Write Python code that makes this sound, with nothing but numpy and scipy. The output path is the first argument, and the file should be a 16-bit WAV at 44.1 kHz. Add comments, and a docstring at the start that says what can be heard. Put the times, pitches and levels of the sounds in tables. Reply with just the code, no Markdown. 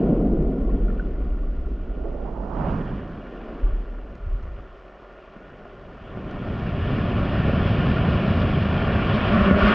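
"""Bubbles roar and die away, a small wave breaks to the right and deep thumps follow; after a lull a
bigger wave floods in with rumble, foam, hissing sand, knocks and at last a droning, rasping drag.
All is heard through a sealed camera lying on the sand in shallow surf. Bubbles are damped tones that
rise in pitch; foam, sand, eddies and slips are random impacts filtered by water and housing; the swell
is filtered noise with damped thumps, and the judder is a wandering tone."""
import sys
import numpy as np
from scipy import signal
from scipy.fft import rfft, irfft, next_fast_len
from scipy.io import wavfile
from scipy.ndimage import uniform_filter1d

SR = 44100
rng = np.random.default_rng(int(sys.argv[2]) if len(sys.argv) > 2 else 0)


def generate_wav(sig):
    """Save sig (samples, or channels by samples) to the path in sys.argv[1] as 16-bit PCM at SR."""
    pcm = np.round(np.clip(np.atleast_2d(sig).T, -1, 1) * 32767).astype(np.int16)
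    wavfile.write(sys.argv[1], SR, pcm)


N = 429534
TIME = np.arange(N) / SR  # s
SIZE = next_fast_len(N + 16384, real=True)  # padded length for filtering, samples
FREQ = np.maximum(np.arange(SIZE // 2 + 1) * SR / SIZE, 1)  # Hz

# strength of the flow over the housing, before wavering and the final rush: t/s, level/dB
FLOW = [(0, -60), (0.3, -66), (0.9, -63.5), (1.3, -66), (2.49, -65.5), (2.66, -55), (3.15, -59.5),
        (3.55, -59), (4.02, -64.5), (5.85, -62), (6.65, -48.5), (6.95, -44), (7.75, -40), (8.7, -40),
        (9.05, -36.5), (9.48, -35.5)]
# small wave breaking to one side, levels before each layer's own offset: t/s, level/dB, centre f/Hz
BREAKER = [(1.8, -53.5, 434), (2.05, -38, 450), (2.2, -39.5, 541), (2.35, -38.5, 685), (2.5, -34, 740),
           (2.64, -29, 842), (2.74, -31, 940), (2.85, -39, 1006), (3.05, -49, 891), (3.3, -56, 696)]
# brief difference between left and right in the low churning: t/s, left minus right/dB
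SIDE = [(1.75, 0), (2.1, -2.2), (2.55, -3.6), (2.85, -1.8), (3.4, 0)]
# resonances and dips of the housing: f/Hz, width/Hz, lift/dB
HOUSING = [(204.5, 41, 4), (383, 84, 8.5), (581, 98, 5.5), (1160, 46, 2), (1415, 92, 7.5), (1797, 67, 4.5),
           (1915, 62, -2.5), (2170, 65, -1.5), (2250, 160, 4), (2860, 100, 3.5), (3330, 200, 1),
           (4911, 70, -13), (4890, 90, 9)]
# relative spectrum of fine froth, brighter than coarse foam: f/Hz, level/dB
FROTH_COLOUR = [(40, -7), (200, -3.5), (480, -4.5), (700, 0.5), (880, -9.5), (1080, -2), (1450, -9),
                (1650, -7), (1870, -9), (2100, -18), (3000, -36), (5000, -61)]

FLOOD_DB = -40  # flow level that counts as the full flood
FOAM_SLOPE = 0.77  # dB of foam per dB of flow
DRAG_S = 9.285  # the flood starts to drag the case over the bottom
TIP_S, DIP_WIDTH_S = 9.533, 0.0352  # the case tips over and the wash dips briefly
TIP_RUSH_RISE_S = 0.087  # s per 20 dB


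def undb(db):
    """Turn decibels into gain."""
    return 10 ** (np.asarray(db) / 20)


def unit(x):
    """Scale to an rms of 1."""
    return x / np.sqrt(np.mean(x ** 2))


def curve(rows):
    """Join each column of a table by straight lines in time."""
    s, *columns = np.transpose(rows)
    return [np.interp(TIME, s, column) for column in columns]


def walk(rate):
    """Wander smoothly and randomly, about rate steps a second, with an rms of 1."""
    hold = max(int(SR / rate), 2)
    steps = np.repeat(rng.standard_normal(N // hold + 2), hold)
    return unit(uniform_filter1d(steps, hold)[:N])


def onset(s, rise_s):
    """Gain that climbs 20 dB every rise_s, passes one half at time s and levels off at 1."""
    return 1 / (1 + 10 ** np.clip((s - TIME) / rise_s, -10, 10))


def surges(rows):
    """Gain of several surges that each rise, hold and die away; their powers add."""
    gains = []
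    for s, length, db, rise, fall in rows:
        gains.append(undb(db) * onset(s, rise) * (1 - onset(s + length, fall)))
    return np.linalg.norm(gains, axis=0)


def pan(x, side_db):
    """Place a sound by its left minus right level."""
    return x * undb(np.array([[1], [-1]]) * side_db / 2)


def colour(x, points, modes=()):
    """Filter with a smooth spectrum and resonant lifts, letting no sound come before its cause."""
    hz, db = np.transpose(points)
    db = np.interp(np.log(FREQ), np.log(hz), db)
    db = db - 20 * np.log10(1 + (10 / FREQ) ** 2)  # fade below 10 Hz
    db = db - 40 * np.log10(np.maximum(FREQ / hz[-1], 1))  # fade above the last point
    for centre, width, lift in modes:
        db = db + lift / (1 + (2 * (FREQ - centre) / width) ** 2)
    # folding the cepstrum forward in time gives the phase of a causal filter
    cepstrum = irfft(np.log(undb(db)), SIZE)
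    cepstrum[1:SIZE // 2] *= 2
    cepstrum[SIZE // 2 + 1:] = 0
    return irfft(rfft(x, SIZE) * np.exp(rfft(cepstrum)), SIZE)[:N]


def impacts(rate, spread_db):
    """Random tiny impacts, rate a second, a few much harder than the rest; steady mean power."""
    share = np.clip(rate / SR, 1e-4, 1)
    hit = rng.random(N) < share
    size = undb(spread_db * np.minimum(rng.exponential(size=N), 4))
    return hit * size * rng.choice([-1, 1], N) / np.sqrt(share)


def add(out, s, sound):
    """Mix a short sound in at time s."""
    i = int(np.clip(s * SR, 0, N - 1))
    out[i:i + len(sound)] += sound[:N - i]


def ring(hz, cycles, glide, attack):
    """Damped tone that swells over attack cycles, rises by the share glide and is gone after cycles."""
    turn = np.arange(int(cycles * SR / hz) + 2) * hz / SR
    swelling = 1 - np.exp(-(turn / attack) ** 2)
    envelope = swelling * np.exp(-np.log(300) * turn / cycles)
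    return envelope / envelope.max() * np.sin(2 * np.pi * turn * (1 + glide * turn / cycles / 2))


def bubble_swarm(rows, centre_hz, octaves, cycles, spread_db, count):
    """Overlapping bubbles with pitches scattered round a moving centre; rms 1 while they last."""
    out, start, end = np.zeros(N), rows[0][0], rows[-1][0]
    draws = rng.random((count, 2))
    scatter = np.clip(rng.standard_normal((count, 2)), -3, 2.5)
    for (when, sign), (pitch_step, loudness) in zip(draws, scatter):
        s = start + when * (end - start)
        hz = centre_hz[int(np.clip(s * SR, 0, N - 1))] * 2 ** (octaves * pitch_step)
        gain = np.sign(sign - .5) * undb(spread_db * loudness)
        add(out, s, gain * ring(hz, cycles, glide=0.16, attack=0.34))
    return unit(out) * np.sqrt((end - start) * SR / N)


def even(x, size):
    """Even out the swing of an oscillation over size samples; rms 1."""
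    power = uniform_filter1d(uniform_filter1d(unit(x) ** 2, size=size), size=size)
    return unit(x / np.sqrt(np.abs(power) + 0.11))


def flutter(x, hz, depth_db, count):
    """Drifting patches of grain sizes: each of count bands flickers on its own, the low ones least."""
    spectrum = rfft(x, SIZE)
    place = np.interp(np.log(FREQ), np.log([500, 4000]), [0, count - 1])
    out = np.zeros(N)
    for k in range(count):
        band = irfft(spectrum * np.maximum(1 - np.abs(place - k), 0), SIZE)[:N]
        depth = depth_db * np.minimum(2 * (k + 1) / count, 1)
        out += band * undb(depth * walk(hz))
    return unit(out)


def dull(x):
    """The sealed case dulls the sharp birth of each bubble."""
    return signal.sosfilt(signal.butter(N=3, Wn=2200 / (SR / 2), output="sos"), x)


def strikes(rows, points, skid_s=0):
    """Blows that ring the housing, either clean or skidding to rest over skid_s."""
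    blows, one = np.zeros(N), np.zeros(N)
    one[0] = 1
    t = TIME[:1024]
    for (s, db), rough in zip(rows, rng.standard_normal((len(rows), len(t)))):
        push = rough * np.exp(-t / skid_s) if skid_s > 0 else np.ones(1)
        add(blows, s, undb(db) * push / np.linalg.norm(push))
    # a single clean blow of gain 1 peaks at 1
    return colour(blows, points, HOUSING) / np.abs(colour(one, points, HOUSING)).max()


def flow():
    """Strength of the flow in dB against the full flood; eddies make it waver and tipping adds a rush."""
    rush_db = 5 * onset(TIP_S + 0.076, TIP_RUSH_RISE_S)
    return curve(FLOW)[0] - FLOOD_DB + rush_db + 0.2 * walk(6)


def wash(flow_db):
    """Foam pops and sand grains strike the housing in patches, more densely in stronger flow."""
    # share of fine froth in the foam: t/s, share/0-1
    froth = [(1.2, 0), (2.4, 0), (2.8, 0.82), (3.4, 0.7), (4.1, 0.3), (5.1, 0.46), (5.8, 0.36), (7, 0.79),
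             (9.7, 1)]
    # relative spectrum of coarse foam: f/Hz, level/dB
    foam_colour = [(40, -13), (120, -2), (200, -6.5), (300, -2), (480, 0), (720, 1.5), (850, -7.5),
                   (1100, -5), (1490, -6.5), (1600, -15.5), (2000, -12), (2600, -37), (5000, -61.5)]
    # relative spectrum of sand: f/Hz, level/dB
    sand_colour = [(1500, -32.5), (2100, -5.5), (2400, 1.5), (3050, -1.5), (3400, -5), (3750, -13),
                   (4500, -18), (5200, -20), (6000, -39), (7500, -56)]
    density = np.clip(0.67 + flow_db / 32, 0, 1)
    fine = np.clip(curve(froth)[0], 0, 1)
    pops = impacts(2000 + 5000 * density, spread_db=2.0)
    coarse_foam = unit(colour(pops, foam_colour, HOUSING))
    fine_foam = unit(colour(pops, FROTH_COLOUR, HOUSING))
    foam = (1 - fine) * coarse_foam + fine * fine_foam
    sand = colour(impacts(3000 + 12000 * density, spread_db=2.5), sand_colour, HOUSING)
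    foam = flutter(foam, hz=30, depth_db=1.25, count=11)
    sand = flutter(sand, hz=30, depth_db=1.25, count=11)
    dip = np.exp(-((TIME - TIP_S) / DIP_WIDTH_S) ** 2)
    foam_db = -27.5 + FOAM_SLOPE * flow_db - 2.0 * fine - 1 * dip
    sand_db = -39.5 + 1.014 * flow_db - 8 * dip
    return foam * undb(foam_db) + sand * undb(sand_db)


def current():
    """Eddies shed by the case beat on it as dull pressure pulses."""
    # waves whose current beats on the case: start t/s, length/s, level/dB, rise/s per 20 dB, fall/s per 20 dB
    waves = [(2.62, 0.2, -22.5, 0.1, 0.38), (4.22, 0.34, -41, 0.3, 0.25), (6.62, 0.85, -20.5, 0.55, 1.0),
             (7.35, 1.64, -16, 0.84, 1.9)]
    # relative spectrum of the eddies: f/Hz, level/dB
    eddy_colour = [(20, -20.5), (50, -6.5), (80, 1.5), (130, -1.5), (175, -2.5), (230, -5.5), (310, -15),
                   (500, -21.5), (900, -37.5), (2000, -69)]
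    eddies = colour(impacts(900, spread_db=2.0), eddy_colour)
    return unit(eddies) * surges(waves) * undb(0.27 * walk(6.5))


def swell():
    """Slow pressure rocks the mount with a fairly even swing, and surges shove it as damped thumps."""
    # level of the rocking: t/s, level/dB
    rocking_level = [(0, -28.5), (0.3, -22.5), (0.51, -21.5), (0.57, -32), (0.63, -21.5), (0.86, -19),
                     (1.02, -26), (1.33, -23), (2.3, -30), (2.8, -30), (3.2, -42.5), (3.83, -35),
                     (3.93, -30.5), (4.15, -39.5), (4.5, -32), (4.66, -43), (4.84, -49.5), (5.2, -52),
                     (5.9, -48), (6.5, -35.5)]
    # relative spectrum of the rocking: f/Hz, level/dB
    swell_colour = [(10, -21), (22, -6), (32, -2), (44, 1), (54, -6), (70, -19.5), (110, -35), (250, -60.5)]
    # surges shoving the mount: t/s, peak level/dB, pitch f/Hz
    thumps = [(3.625, -11, 36.8), (3.687, -28, 85), (3.716, -15, 35.3), (3.771, -25, 39.5),
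              (4.221, -23.5, 40), (4.26, -23.5, 75), (4.281, -20, 35.6), (4.315, -21, 42), (4.34, -30, 94),
              (4.425, -27, 70), (4.472, -23, 50.3), (4.575, -33, 90), (9.409, -12.5, 66.2),
              (9.517, -12.5, 78.4), (9.622, -11.5, 50.4)]
    rocking = even(colour(rng.standard_normal(N), swell_colour), size=2500)
    out = rocking * undb(curve(rocking_level)[0])
    for s, db, hz in thumps:
        add(out, s, undb(db) * ring(hz, cycles=6.8, glide=0, attack=0.6))
    return out


def cloud():
    """Countless large bubbles merge into a low roar that thins out as the wave passes."""
    # bubble clouds left by the waves: start t/s, length/s, level/dB, rise/s per 20 dB, fall/s per 20 dB
    clouds = [(-0.15, 0.28, -12, 0.2, 0.7), (0.66, 0.16, -25, 0.23, 0.67), (0.95, 2.5, -39, 0.4, 1.1),
              (2.58, 0.22, -25.5, 0.5, 0.42), (5.36, 1.2, -49, 0.1, 1), (6.175, 0.46, -36, 0.03, 0.3)]
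    # relative spectrum of the roar: f/Hz, level/dB
    cloud_colour = [(70, -31.5), (110, -9), (170, 0.5), (240, 1), (320, -3), (400, -5), (520, -12),
                    (720, -17), (830, -29.5), (1200, -38), (2000, -60)]
    return unit(colour(impacts(5000, spread_db=1.2), cloud_colour)) * surges(clouds)


def breaker():
    """The crest spills on the right, tearing air into bubbles that shrink until near its end."""
    db, hz = curve(BREAKER)
    spill = bubble_swarm(BREAKER, hz, octaves=0.38, cycles=12.7, spread_db=3.5, count=3000)
    spill = pan(dull(spill) * undb(db - 6.5), -16.0)
    # the spurts lie 2.2 times as far to the side as the low churning
    return spill + pan(dull(spurts()), 2.2 * curve(SIDE)[0])


def spurts():
    """The crest spills in fits, each tearing in a short burst of bubbles."""
    # spurts of air, before the case dulls them: t/s, level/dB, centre f/Hz
    bursts = [(2.04, -36, 460), (2.135, -38.5, 480), (2.245, -45, 780), (2.345, -43.5, 820),
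              (2.515, -44, 770), (2.63, -33, 570), (2.79, -39, 480), (3.48, -39.5, 446)]
    length_s = 0.042
    out = np.zeros(N)
    for s, db, hz in bursts:
        span = [(s,), (s + length_s,)]
        centre_hz = np.full(N, hz)
        out += undb(db) * bubble_swarm(span, centre_hz, octaves=0.28, cycles=18, spread_db=2.0, count=40)
    return out


def gurgle():
    """Air dragged down by the breaker wobbles past as a small cloud of bubbles."""
    # the small cloud, 2.5 dB above its final level: t/s, level/dB, centre f/Hz
    rows = [(3.05, -47, 430), (3.35, -39.5, 410), (3.52, -35, 390), (3.7, -39.5, 363), (3.8, -41, 334),
            (4.15, -47, 337)]
    db, hz = curve(rows)
    bubbles = bubble_swarm(rows, hz, octaves=0.528, cycles=18, spread_db=2.5, count=2000)
    return bubbles * undb(db - 2.5)


def drag():
    """Small slips over the bottom ring the lowest housing resonances, more softly once the case tips."""
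    # relative spectrum of the slips: f/Hz, level/dB
    drag_colour = [(30, -22.5), (70, -4.5), (140, -26.5), (178, -8.5), (202, -3.5), (240, -5.5),
                   (310, -23.5), (385, -11), (470, -31.5), (590, -10.5), (720, -21), (860, -45)]
    slips = colour(impacts(700, spread_db=1.5), drag_colour, HOUSING)
    eased_db = -5 * onset(TIP_S + DIP_WIDTH_S, TIP_RUSH_RISE_S)
    return even(slips, size=900) * undb(-21 + eased_db) * onset(DRAG_S, rise_s=0.19)


def scrape(flow_db):
    """Sand rasps along the sliding case, harder as the flow grows; it lets up briefly at the tipping."""
    # relative spectrum of the rasp: f/Hz, level/dB
    scrape_colour = [(850, -30), (1120, 6), (1600, -2), (2200, -8.5), (3500, -23), (7000, -48.5)]
    rasp = unit(colour(impacts(6000, spread_db=1.0), scrape_colour, HOUSING))
    lifted = np.exp(-((TIME - TIP_S - DIP_WIDTH_S) / DIP_WIDTH_S) ** 2)
    return rasp * undb(-32.3 + flow_db - 4.7 * lifted) * onset(DRAG_S, rise_s=0.08)


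def judder():
    """The mount judders under the pull of the flood: an unsteady drone with two weak overtones."""
    # the drone, with its pitch before jitter: t/s, level/dB, f/Hz
    rows = [(8.7, -72, 207.9), (8.92, -31.5, 208), (9.22, -32, 212.3), (9.34, -19, 213.5),
            (9.43, -19, 202.9), (9.53, -20, 202.5), (9.63, -21.5, 192.4), (9.73, -18.5, 209.5)]
    db, hz = curve(rows)
    unsteady_hz = hz * (1 + 0.05 * walk(70))
    turn = 2 * np.pi * np.cumsum(unsteady_hz) / SR
    tone = np.sin(turn) + undb(-22) * (np.sin(2 * turn) + np.sin(3 * turn))
    return unit(tone * undb(3 * walk(45))) * undb(db)


def knocks():
    """Blows knock on the case and ring it; one is a dull shove from a surge."""
    # knocks, the one at 5.364 s a dull shove from a surge: t/s, peak level of each alone/dB
    blows = [(4.154, -32.5), (5.364, -31), (6.173, -22), (6.905, -18.5), (7.483, -17), (7.496, -13.5),
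             (7.534, -13), (7.651, -16), (8.417, -16.5), (9.479, -12), (9.511, -3.5), (9.527, -13.5)]
    # relative spectrum of a knock: f/Hz, level/dB
    knock_colour = [(30, -17.5), (100, -4), (210, 5), (330, -9), (550, -7), (900, -28), (1400, -17),
                    (3000, -43), (8000, -72)]
    return strikes(blows, knock_colour)


def ticks():
    """Coarse grains tick on the case, each skidding to rest within moments."""
    # ticks, set by the strength of the push: t/s, level/dB
    grains = [(0.39, -56.5), (0.4249, -45.5), (0.5841, -50), (1.6896, -51), (4.154, -39), (4.428, -44),
              (4.4365, -43), (6.3111, -35)]
    # relative spectrum of a tick: f/Hz, level/dB
    tick_colour = [(300, -6), (1300, 10), (2400, 2), (5000, -3), (6500, -7), (10000, -35)]
    return strikes(grains, tick_colour, skid_s=0.001)


def blips():
    """Lone bubbles pinch off beside the case, and low, short swells stand out of the roar."""
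    # single bubbles close by: t/s, peak level/dB, starting pitch f/Hz
    bubbles = [(0.69, -38.5, 1055), (0.881, -37, 1380), (0.898, -40, 1340), (0.901, -46, 1720),
               (0.992, -45, 1700), (0.995, -29, 1470), (1.43, -43, 1110)]
    # short low swells in the roar: t/s, peak level/dB, starting pitch f/Hz
    low_swells = [(0.221, -17, 215), (0.579, -21, 264), (0.679, -24, 401), (0.84, -22.5, 218),
                  (1.685, -32, 415), (2.61, -18, 165), (2.676, -20, 159), (2.98, -30, 188)]
    out = np.zeros(N)
    for s, db, hz in bubbles:
        add(out, s, undb(db) * ring(hz, cycles=28, glide=0.041, attack=4.74))
    for s, db, hz in low_swells:
        add(out, s, undb(db) * ring(hz, cycles=12, glide=0.08, attack=0.6))
    return out


def plips(flow_db):
    """Small bubbles ring briefly all through the foam."""
    typical_hz = np.full(N, 1399)
    swarm = bubble_swarm(FLOW, typical_hz, octaves=0.5, cycles=24, spread_db=1.9, count=900)
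    return unit(colour(swarm, FROTH_COLOUR, HOUSING)) * undb(-42 + FOAM_SLOPE * flow_db)


def grit(flow_db):
    """The finest grains hiss faintly in the flow, and a fine fizz trails the breaker."""
    # relative spectrum of the hiss: f/Hz, level/dB
    grit_colour = [(2500, -14), (3800, -3), (4800, -4), (5600, -6), (6800, -12.5), (8000, -20.5),
                   (10000, -40)]
    hiss = unit(colour(impacts(3500, spread_db=2.0), grit_colour, HOUSING))
    lag_s = 0.05
    fizz_db = -40 + np.interp(TIME - lag_s, TIME, curve(BREAKER)[0])
    return hiss * np.hypot(undb(-67 + 0.39 * flow_db), undb(fizz_db))


def scene():
    """The housing carries nearly everything alike to both sides."""
    flow_db = flow()
    churn = pan(swell() + cloud() + current(), curve(SIDE)[0])
    contact = knocks() + ticks() + drag() + judder() + scrape(flow_db)
    bubbles_and_swells = breaker() + gurgle() + plips(flow_db) + blips()
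    return churn + bubbles_and_swells + wash(flow_db) + grit(flow_db) + contact


def record(dry):
    """The camera cuts the treble above 10.7 kHz steeply."""
    return signal.sosfilt(signal.ellip(8, .2, 70, 10700, fs=SR, output="sos"), dry)


dry = scene()
out = record(dry)
generate_wav(out)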